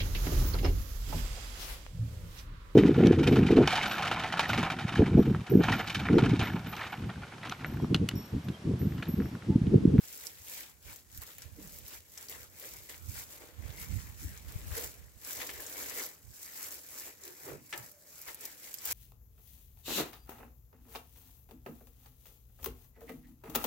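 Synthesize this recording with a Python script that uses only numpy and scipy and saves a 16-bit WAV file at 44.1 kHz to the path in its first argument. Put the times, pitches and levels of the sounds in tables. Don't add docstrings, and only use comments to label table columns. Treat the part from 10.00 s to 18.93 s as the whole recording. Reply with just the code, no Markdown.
import sys
import numpy as np
from scipy import signal
from scipy.io import wavfile
from scipy.ndimage import uniform_filter1d

SR = 44100
rng = np.random.default_rng(int(sys.argv[2]) if len(sys.argv) > 2 else 0)


def pcm_store(signal):
    levels = np.round(np.clip(np.atleast_2d(signal), -1, 1) * 32767)
    wavfile.write(sys.argv[1], SR, levels.astype(np.int16).T)


N = 393813


def gain_of(db):
    return 10 ** (np.asarray(db) / 20)


def unit_rms(x):
    return x / np.sqrt(np.mean(x ** 2) + 1e-20)


def pan(db):
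    return gain_of(np.array([[db], [-db]]) / 2)


def fader(points):
    times, db = np.transpose(points)
    return gain_of(np.interp(np.arange(N) / SR, times, db))


def add(mix, start_s, sound):
    part = mix[:, max(round(start_s * SR), 0):][:, :sound.shape[1]]
    part += sound[:, :part.shape[1]]


def colour(x, points, size=4096):
    hz, db = np.transpose(points)
    log_hz = np.log(abs(np.fft.fftfreq(size, 1 / SR)) + 1)
    log_gain = np.log(gain_of(np.interp(log_hz, np.log(hz), db)))
    response = np.exp(np.conj(signal.hilbert(log_gain)))
    taps = np.fft.ifft(response).real[:size // 2]
    return signal.oaconvolve(x, taps[None], axes=1)[:, :x.shape[1]]


def ring(x, hz, width_hz):
    return signal.lfilter(*signal.iirpeak(min(hz, SR * .45), hz / width_hz, fs=SR), x)


def wood_ring(x, modes):
    return sum(gain_of(db) * ring(x, hz, width_hz) for hz, width_hz, db in modes)


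def stereo_noise(size, alike):
    left, other = rng.standard_normal((2, size))
    return np.array([left, alike * left + np.sqrt(1 - alike ** 2) * other])


def hutch(x, wet_db, t60_s, size=8192):
    t = np.arange(size) / SR
    tail = rng.standard_normal((2, size)) * gain_of(-60 * t / t60_s) * (1 - np.exp(-t / 0.0014))
    tail *= gain_of(wet_db) / np.linalg.norm(tail[0])
    return x + signal.oaconvolve(x, tail, axes=1)[:, :x.shape[1]]


def burst(decay_s, alike, size=4096):
    return stereo_noise(size, alike) * np.exp(-np.arange(size) / SR / decay_s)


def grains(per_s, spread_db, decay_s, echo, t60_s, alike, lag_s, size=4096):
    chance, strength = rng.random((2, N))
    sizes = gain_of(spread_db * np.minimum(-np.log(1 - strength), 5))
    energy = (chance < per_s / SR) * sizes ** 2
    t = np.arange(size) / SR
    energy_fades = np.exp(-t / decay_s) ** 2, gain_of(-60 * t / t60_s) ** 2
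    hits, tails = (np.sqrt(abs(signal.oaconvolve(energy, fade / fade.sum())[:N]))
                   for fade in energy_fades)
    left, right = stereo_noise(N, alike) * hits
    direct = np.array([left, np.roll(right, int(lag_s * SR))])
    return direct + echo * tails * rng.standard_normal((2, N))


def drift(x, depth_db, span_hz, span_s):
    spectrum = signal.stft(x, nperseg=512)[2]
    patches = rng.standard_normal(spectrum.shape[1:])
    for axis, steps in enumerate((span_hz * 512 / SR, span_s * SR / 256)):
        for _ in range(2):
            patches = uniform_filter1d(patches, max(int(steps), 1), axis)
    return signal.istft(spectrum * gain_of(depth_db * unit_rms(patches)), nperseg=512)[1][:, :N]


def pushing():
    # peak_s, rise_s, fall_s, crackle_db, crunch_db, boards_db (last two re crackle)
    shoves = [(.13, 0.18, 0.24, -48.5, -9, -17), (.26, 0.072, 0.049, -50, -9.5, -14),
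              (.52, 0.092, .07, -45, -10, -19), (.595, 0.067, 0.079, -46.5, -6, -17),
              (0.9, 0.051, 0.076, -48, -7.5, -14), (1.178, 0.063, .022, -50.5, -11.5, -31),
              (1.226, 0.018, .02, -48, -5, -17), (1.289, 0.044, .079, -51, -7, -15.5),
              (1.435, 0.064, 0.07, -57, -4, -9), (1.644, 0.084, 0.07, -56, -5, -7.5),
              (1.789, 0.19, 0.017, -51, -14.5, -15), (1.948, .12, 0.045, -48, -7, -14),
              (2.239, 0.12, 0.035, -51, -7.5, -15), (2.309, 0.023, .1, -48, -6, -10.5),
              (2.443, 0.16, 0.022, -55, -8.5, -10.5), (2.656, .096, 0.053, -48, -7.5, -11.5),
              (2.734, .075, 0.17, -50, -9.5, -13.5), (2.899, .014, 0.092, -51, -4, -10),
              (3.203, .11, 0.04, -43.5, -9.5, -21), (3.358, 0.12, .038, -50.5, -8, -10),
              (3.418, 0.024, .09, -54.5, -1.5, -1.5), (3.69, 0.12, 0.11, -56, 0, -2.5),
              (3.82, 0.058, 0.043, -46, -7.5, -16.5), (3.93, 0.088, 0.2, -50, -7, -16.5),
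              (4.207, 0.024, 0.11, -48.5, -13.5, -32), (4.376, 0.29, .067, -55.5, -3, -12.5),
              (4.513, .088, 0.36, -53.5, -4, -8.5), (4.775, 0.067, 0.091, -40, -7, -13.5),
              (4.835, 0.053, 0.043, -47, -5.5, -6), (4.98, 0.12, 0.1, -62, -7, -5.5),
              (5.3, .059, .11, -40.5, -9, -16.5), (5.397, 0.034, .221, -43.5, -6, -10),
              (5.609, 0.039, 0.064, -49, -2.5, -5.5), (5.806, 0.11, 0.15, -41, -9.5, -11.5),
              (5.914, .063, 0.038, -47, -0.5, -10), (5.99, 0.041, 0.085, -39, -7.5, -10),
              (6.446, .15, .101, -50.5, -11, -20), (6.637, .14, 0.079, -43, -8, -18.5),
              (6.729, 0.051, 0.091, -46.5, -9, -12.5), (7, 0.12, 0.086, -44, -10.5, -16),
              (7.075, .03, 0.048, -50.5, -6, -7), (7.275, 0.064, 0.07, -49, -7, -11.5),
              (7.462, 0.095, 0.018, -48.5, -6.5, -13), (7.496, 0.032, 0.053, -49, 0.5, 2.5),
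              (7.742, 0.11, .15, -53.5, -9.5, -21), (7.843, .075, 0.062, -51, -17, -14),
              (8.226, 0.18, 0.04, -51.5, -10, -19), (8.284, .019, 0.037, -43, -6.5, -16),
              (8.442, 0.057, .1, -47, -6.5, -13), (8.66, 0.081, 0.15, -48, -10, -16.5),
              (8.911, 0.059, .069, -34.5, -8.5, -20.5)]
    swell_shape = 1.3
    settling_db = -71.5 + np.array([[0], [-9.5], [-19]])
    t = np.arange(0, N / SR, .002)
    power = gain_of(settling_db) ** 2
    for peak_s, rise_s, fall_s, db, crunch_db, boards_db in shoves:
        swell = np.exp(-abs((t - peak_s) / np.where(t < peak_s, rise_s, fall_s)) ** swell_shape)
        gains = gain_of(db + np.array([[0], [crunch_db], [boards_db]]))
        power = power + (gains * swell) ** 2
    return [np.interp(np.arange(N) / SR, t, np.sqrt(layer)) for layer in power]


def crackle(drive):
    # pitch_hz, gain_db
    straw_eq = [(1800, -33), (3300, -8.5), (5000, 0), (6300, 1.7), (7800, 4), (8600, -3.5), (9500, -2),
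                (11800, 4.5), (13500, 3.5), (15800, 2.5)]
    ticks = grains(per_s=2200, spread_db=3.4, decay_s=.0005, echo=.8, t60_s=.07, alike=.4, lag_s=.00005)
    ticks = drift(ticks, depth_db=1, span_hz=1186, span_s=.025)
    return gain_of(2.4) * pan(-0.12) * drive * unit_rms(colour(ticks, straw_eq))


def crunch(drive):
    # pitch_hz, gain_db
    bend_eq = [(450, -19), (750, -4.5), (920, -1), (1150, -2.5), (1400, -1.5), (1800, 0), (2250, 0.5),
               (2800, -7), (3600, -14), (6000, -21)]
    # pitch_hz, gain_db
    splinter_eq = [(1200, -24.5), (2200, -7), (2900, -3), (4000, -4), (5500, -10), (9000, -14.5)]
    # time_s, gain_db
    brittleness = [(0, 2.5), (1.6, 0.5), (3.2, 0), (3.9, -2), (6, -1.5), (6.3, -6), (7.15, -4.5), (8, -20),
                   (8.3, -0.5), (8.93, -1.5)]
    bends = grains(per_s=1500, spread_db=2.5, decay_s=.0011, echo=.96, t60_s=.079,
                   alike=.52, lag_s=.00039)
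    bends = drift(bends, depth_db=2.5, span_hz=350, span_s=.05)
    splinters = grains(per_s=700, spread_db=3.5, decay_s=.00039, echo=1, t60_s=.13,
                       alike=.34, lag_s=.00007)
    splinters = drift(splinters, depth_db=1, span_hz=700, span_s=.028)
    bending = gain_of(-1.26) * pan(4.7) * unit_rms(colour(bends, bend_eq))
    splitting = gain_of(-1) * pan(0.74) * fader(brittleness) * unit_rms(colour(splinters, splinter_eq))
    return drive * (bending + splitting)


def boards(drive):
    # pitch_hz, width_hz, gain_db
    floor_modes = [(293, 46, -4.5), (347, 55, 0), (419, 25, 3), (486, 54, 4), (583, 64, -3), (750, 81, -23)]
    scrape = grains(per_s=1200, spread_db=1, decay_s=.00072, echo=.55, t60_s=.17,
                    alike=.85, lag_s=.00008)
    wood = wood_ring(scrape, floor_modes)
    wood = colour(wood, [(100, -25.5), (260, -2.5), (750, -4), (1500, 0), (4000, -45)])
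    return gain_of(-0.07) * pan(0.29) * drive * unit_rms(wood)


def outdoor_air():
    # pitch_hz, gain_db
    air_eq = [(20, -29), (70, 5), (150, -0.5), (300, -6), (550, -9), (900, -16.5), (1900, -16), (3300, -34),
              (7000, -12), (9000, -20), (15000, -17)]
    return gain_of(-66) * unit_rms(colour(stereo_noise(N, alike=0.75), air_eq))


def ports(pan_db):
    return 1 / np.sqrt(1 + gain_of(2 * np.array([[-pan_db], [pan_db]])))


def buffeting():
    # pitch_hz, gain_db
    rumble_eq = [(20, -49), (35, -26), (50, -2), (80, -0.5), (110, -7.5), (160, -13.5), (250, -21),
                 (400, -35), (900, -54)]
    # peak_s, half_length_s, level_db, pan_db
    puffs = [(0.405, .025, -57, 7), (0.889, 0.041, -52, -24), (1.18, 0.065, -53, -27),
             (1.503, 0.14, -56, -13), (1.76, 0.16, -56, -16), (1.964, 0.049, -60, 2),
             (2.41, 0.13, -59.5, -12), (2.764, 0.074, -56.5, -3), (3.106, 0.093, -46, -12),
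             (3.645, 0.067, -43, -32), (3.823, 0.084, -47.5, -16), (3.941, 0.063, -35.5, -25),
             (4.07, 0.093, -46.5, -7), (4.277, 0.072, -44, -3), (4.51, 0.15, -49.5, -3),
             (4.69, 0.1, -44, 2.5), (4.86, 0.043, -51.5, -20), (5.034, 0.089, -56, -5),
             (5.17, 0.0083, -51, -25), (5.376, 0.048, -55, -12), (5.576, 0.055, -56.5, -5),
             (5.86, 0.13, -62, 2), (6.287, 0.046, -52.5, -28), (7.524, 0.057, -59, 2), (7.78, .06, -68, 0),
             (8.302, .03, -65, 7), (8.92, .07, -57.5, 3)]
    # time_s, level_db
    draught = [(0, -67), (.75, -68), (2.1, -72), (3.3, -62), (5.3, -62.5), (6.4, -83), (8.93, -78)]
    # peak_s, level_db, pitch_hz, half_length_s, pan_db
    eddies = [(1.191, -39, 68.5, 0.01, -26), (1.463, -40, 85.5, 0.0068, -22), (1.533, -40, 80, 0.0088, -15),
              (3.094, -28, 85, 0.0087, -30), (3.601, -34, 85, 0.013, -27), (3.662, -32, 80, 0.0071, -34),
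              (3.701, -33.5, 101, 0.0081, -28), (3.911, -28.5, 75, 0.0091, -29),
              (3.948, -32.5, 86, 0.013, -30), (3.969, -26, 85, .01, -28), (4.259, -28, 74, 0.011, 10),
              (4.48, -37, 70, 0.015, -17), (4.562, -23, 86, 0.0047, 24), (4.725, -27.5, 73.5, 0.013, 20),
              (6.277, -47, 109, 0.028, -26)]
    rumble = unit_rms(colour(rng.standard_normal((2, N)), rumble_eq, size=16384))
    t = np.arange(0, N / SR, .002)
    power = sum((gain_of(db) * ports(pan_db) * np.exp(-((t - peak_s) / half_s) ** 2)) ** 2
                for peak_s, half_s, db, pan_db in puffs)
    swells = np.array([np.interp(np.arange(N) / SR, t, np.sqrt(side)) for side in power])
    out = gain_of(2.7) * np.hypot(swells, ports(pan_db=-7) * fader(draught)) * rumble
    for peak_s, db, hz, half_s, pan_db in eddies:
        t = np.arange(-3 * half_s, 3 * half_s, 1 / SR)
        phase = rng.normal(0, 0.59, (2, 1))
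        thump = np.exp(-(t / half_s) ** 2) * np.cos(2 * np.pi * hz * t + phase)
        add(out, peak_s + t[0], gain_of(db) * ports(pan_db) * thump)
    return out


def snaps():
    # start_s, level_db, pitch_hz, pan_db
    breaks = [(0.269, -35, 7900, -11), (0.961, -43.5, 15000, 5), (1.1763, -38, 14600, 3),
              (1.2189, -39, 14600, -2), (1.235, -43, 14400, -5), (1.3835, -40, 14900, 1),
              (1.4207, -41.5, 6700, 4), (1.787, -44, 14400, -6), (1.8814, -40, 13400, -1),
              (2.177, -38.5, 6300, 2), (2.2854, -40.5, 4500, 1), (2.2973, -36, 14400, 4),
              (2.598, -40, 11800, 4), (2.6663, -47, 14600, -1), (2.8955, -40, 6200, -5),
              (3.7997, -41.5, 12000, 6), (4.3762, -45, 7300, -2), (4.8445, -34.5, 14600, -1),
              (5.249, -40, 7500, 3), (5.6044, -38, 13300, 2), (5.6645, -40, 8150, 4),
              (5.6973, -39, 14600, -2), (5.897, -38.5, 7800, 6), (5.973, -48, 14600, 0),
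              (5.996, -38, 7500, 1), (6.064, -36.5, 13100, -2), (6.4308, -39.5, 13300, -3),
              (6.5754, -47, 5500, -2), (6.708, -44, 6400, 8), (7.2364, -41, 5600, 3),
              (7.777, -35.5, 15100, -3), (7.9155, -47.5, 13500, -3), (8.2164, -40.5, 13900, 1),
              (8.346, -36.5, 13300, 0), (8.4097, -40, 12500, -4), (8.4542, -31.5, 14400, 1),
              (8.7307, -45, 14300, 4), (8.7416, -31, 14700, -1), (8.7857, -40.5, 7600, 5),
              (8.8554, -26.5, 14700, 3), (8.9222, -28, 13800, 6)]
    # pitch_hz, gain_db
    snap_eq = [(300, -12), (2000, -19), (3500, -9.5), (5000, -2.5), (7700, 0), (8800, -8.5), (11500, -1.5),
               (15800, -3.5)]
    out = np.zeros((2, N))
    for start_s, db, hz, pan_db in breaks:
        split = burst(decay_s=0.00043, alike=0.55)
        tear = gain_of(-11) * burst(decay_s=0.0015, alike=0.56)
        fracture = split + tear
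        crack = colour(ring(fracture, hz, width_hz=3400) + gain_of(-8) * fracture, snap_eq)
        crack /= np.sqrt((crack ** 2).sum(1, keepdims=True) / (.0015 * SR))
        add(out, start_s, hutch(gain_of(db) * pan(pan_db) * crack, wet_db=-1.5, t60_s=0.043))
    return out


def rubs(size=32768):
    # peak_s, level_db, half_length_s, pitch_hz, width_hz
    drones = [(1.181, -62, 0.036, 265, 48), (1.598, -54, .024, 296, 84), (1.612, -59.5, .039, 463, 108),
              (1.631, -58.5, .094, 171, 72), (1.787, -73, 0.097, 560, 60), (2.65, -59, 0.024, 510, 130),
              (4.25, -48.5, 0.029, 269, 59), (4.785, -47, 0.028, 462, 129), (7.293, -56, 0.046, 370, 84),
              (7.523, -47, 0.046, 394, 108), (7.54, -54, 0.077, 128, 60), (7.603, -61.5, 0.069, 273, 108),
              (7.81, -53, 0.032, 140, 60), (8.043, -70, 0.19, 596, 84)]
    out = np.zeros((2, N))
    t = (np.arange(size) - size / 2) / SR
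    for peak_s, db, half_s, hz, width_hz in drones:
        drag = stereo_noise(size, alike=0.64)
        note = unit_rms(ring(ring(drag, hz, width_hz), hz, width_hz))
        add(out, peak_s + t[0], gain_of(db) * note * np.exp(-(t / half_s) ** 2))
    return out


def knocks():
    # start_s, level_db, scuff_decay_s, boom_db
    blows = [(1.2335, -48, .0064, -2), (1.382, -46, .008, -10), (1.42, -45, .008, -12),
             (2.1744, -42.5, .0071, 0), (2.895, -41, 0.011, -7), (5.402, -31.5, .0082, -23),
             (5.4142, -28, 0.014, -8), (5.4915, -29.5, 0.01, -9), (7.7266, -26.5, 0.01, 0.5),
             (7.7368, -27, 0.0059, 4), (8.2843, -36, 0.012, 2)]
    # pitch_hz, width_hz, gain_db
    wall_modes = [(366, 24, -8.5), (480, 25, -9), (606, 84, -3), (930, 115, 0), (1360, 48, 3),
                  (1780, 160, 3.5), (2110, 270, 4.5), (2460, 830, -13), (3350, 1700, -3)]
    out = np.zeros((2, N))
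    for start_s, db, decay_s, boom_db in blows:
        scuff = burst(decay_s, alike=0.37, size=16384)
        wood = wood_ring(scuff, wall_modes) + gain_of(-8) * scuff
        echoes = hutch(wood, wet_db=boom_db, t60_s=0.33) - wood
        boom = colour(echoes, [(100, -10), (400, 9.5), (900, 4.5), (2100, -7), (3200, -9.5), (9000, -27)])
        knock = colour(wood + boom,
                       [(100, 1), (300, -2.5), (2900, 2), (4200, -4.5), (7000, -1.5), (15000, -20)])
        add(out, start_s, gain_of(db) * pan(1.6) * knock / abs(knock).max())
    return out


def scene():
    stalks, bedding, floor = pushing()
    rustle = crackle(stalks) + crunch(bedding) + boards(floor)
    return rustle + rubs() + snaps() + knocks() + buffeting() + outdoor_air()


def record(dry):
    # pitch_hz, lean_db
    port_lean = [(200, -2), (1000, -1.5), (1400, 0), (1750, 4), (2400, 1), (3400, -1), (5200, -0.5),
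                 (7000, 3), (8600, -1), (11500, 1), (13300, -4), (15500, 4.5)]
    left = colour(dry[:1], [(hz, db / 2) for hz, db in port_lean])
    right = colour(dry[1:], [(hz, -db / 2) for hz, db in port_lean])
    high_cut = signal.firwin(511, cutoff=15850, window=("kaiser", 9), fs=SR)
    return signal.oaconvolve(np.vstack([left, right]), high_cut[None], "same")


dry = scene()
out = record(dry)
pcm_store(out)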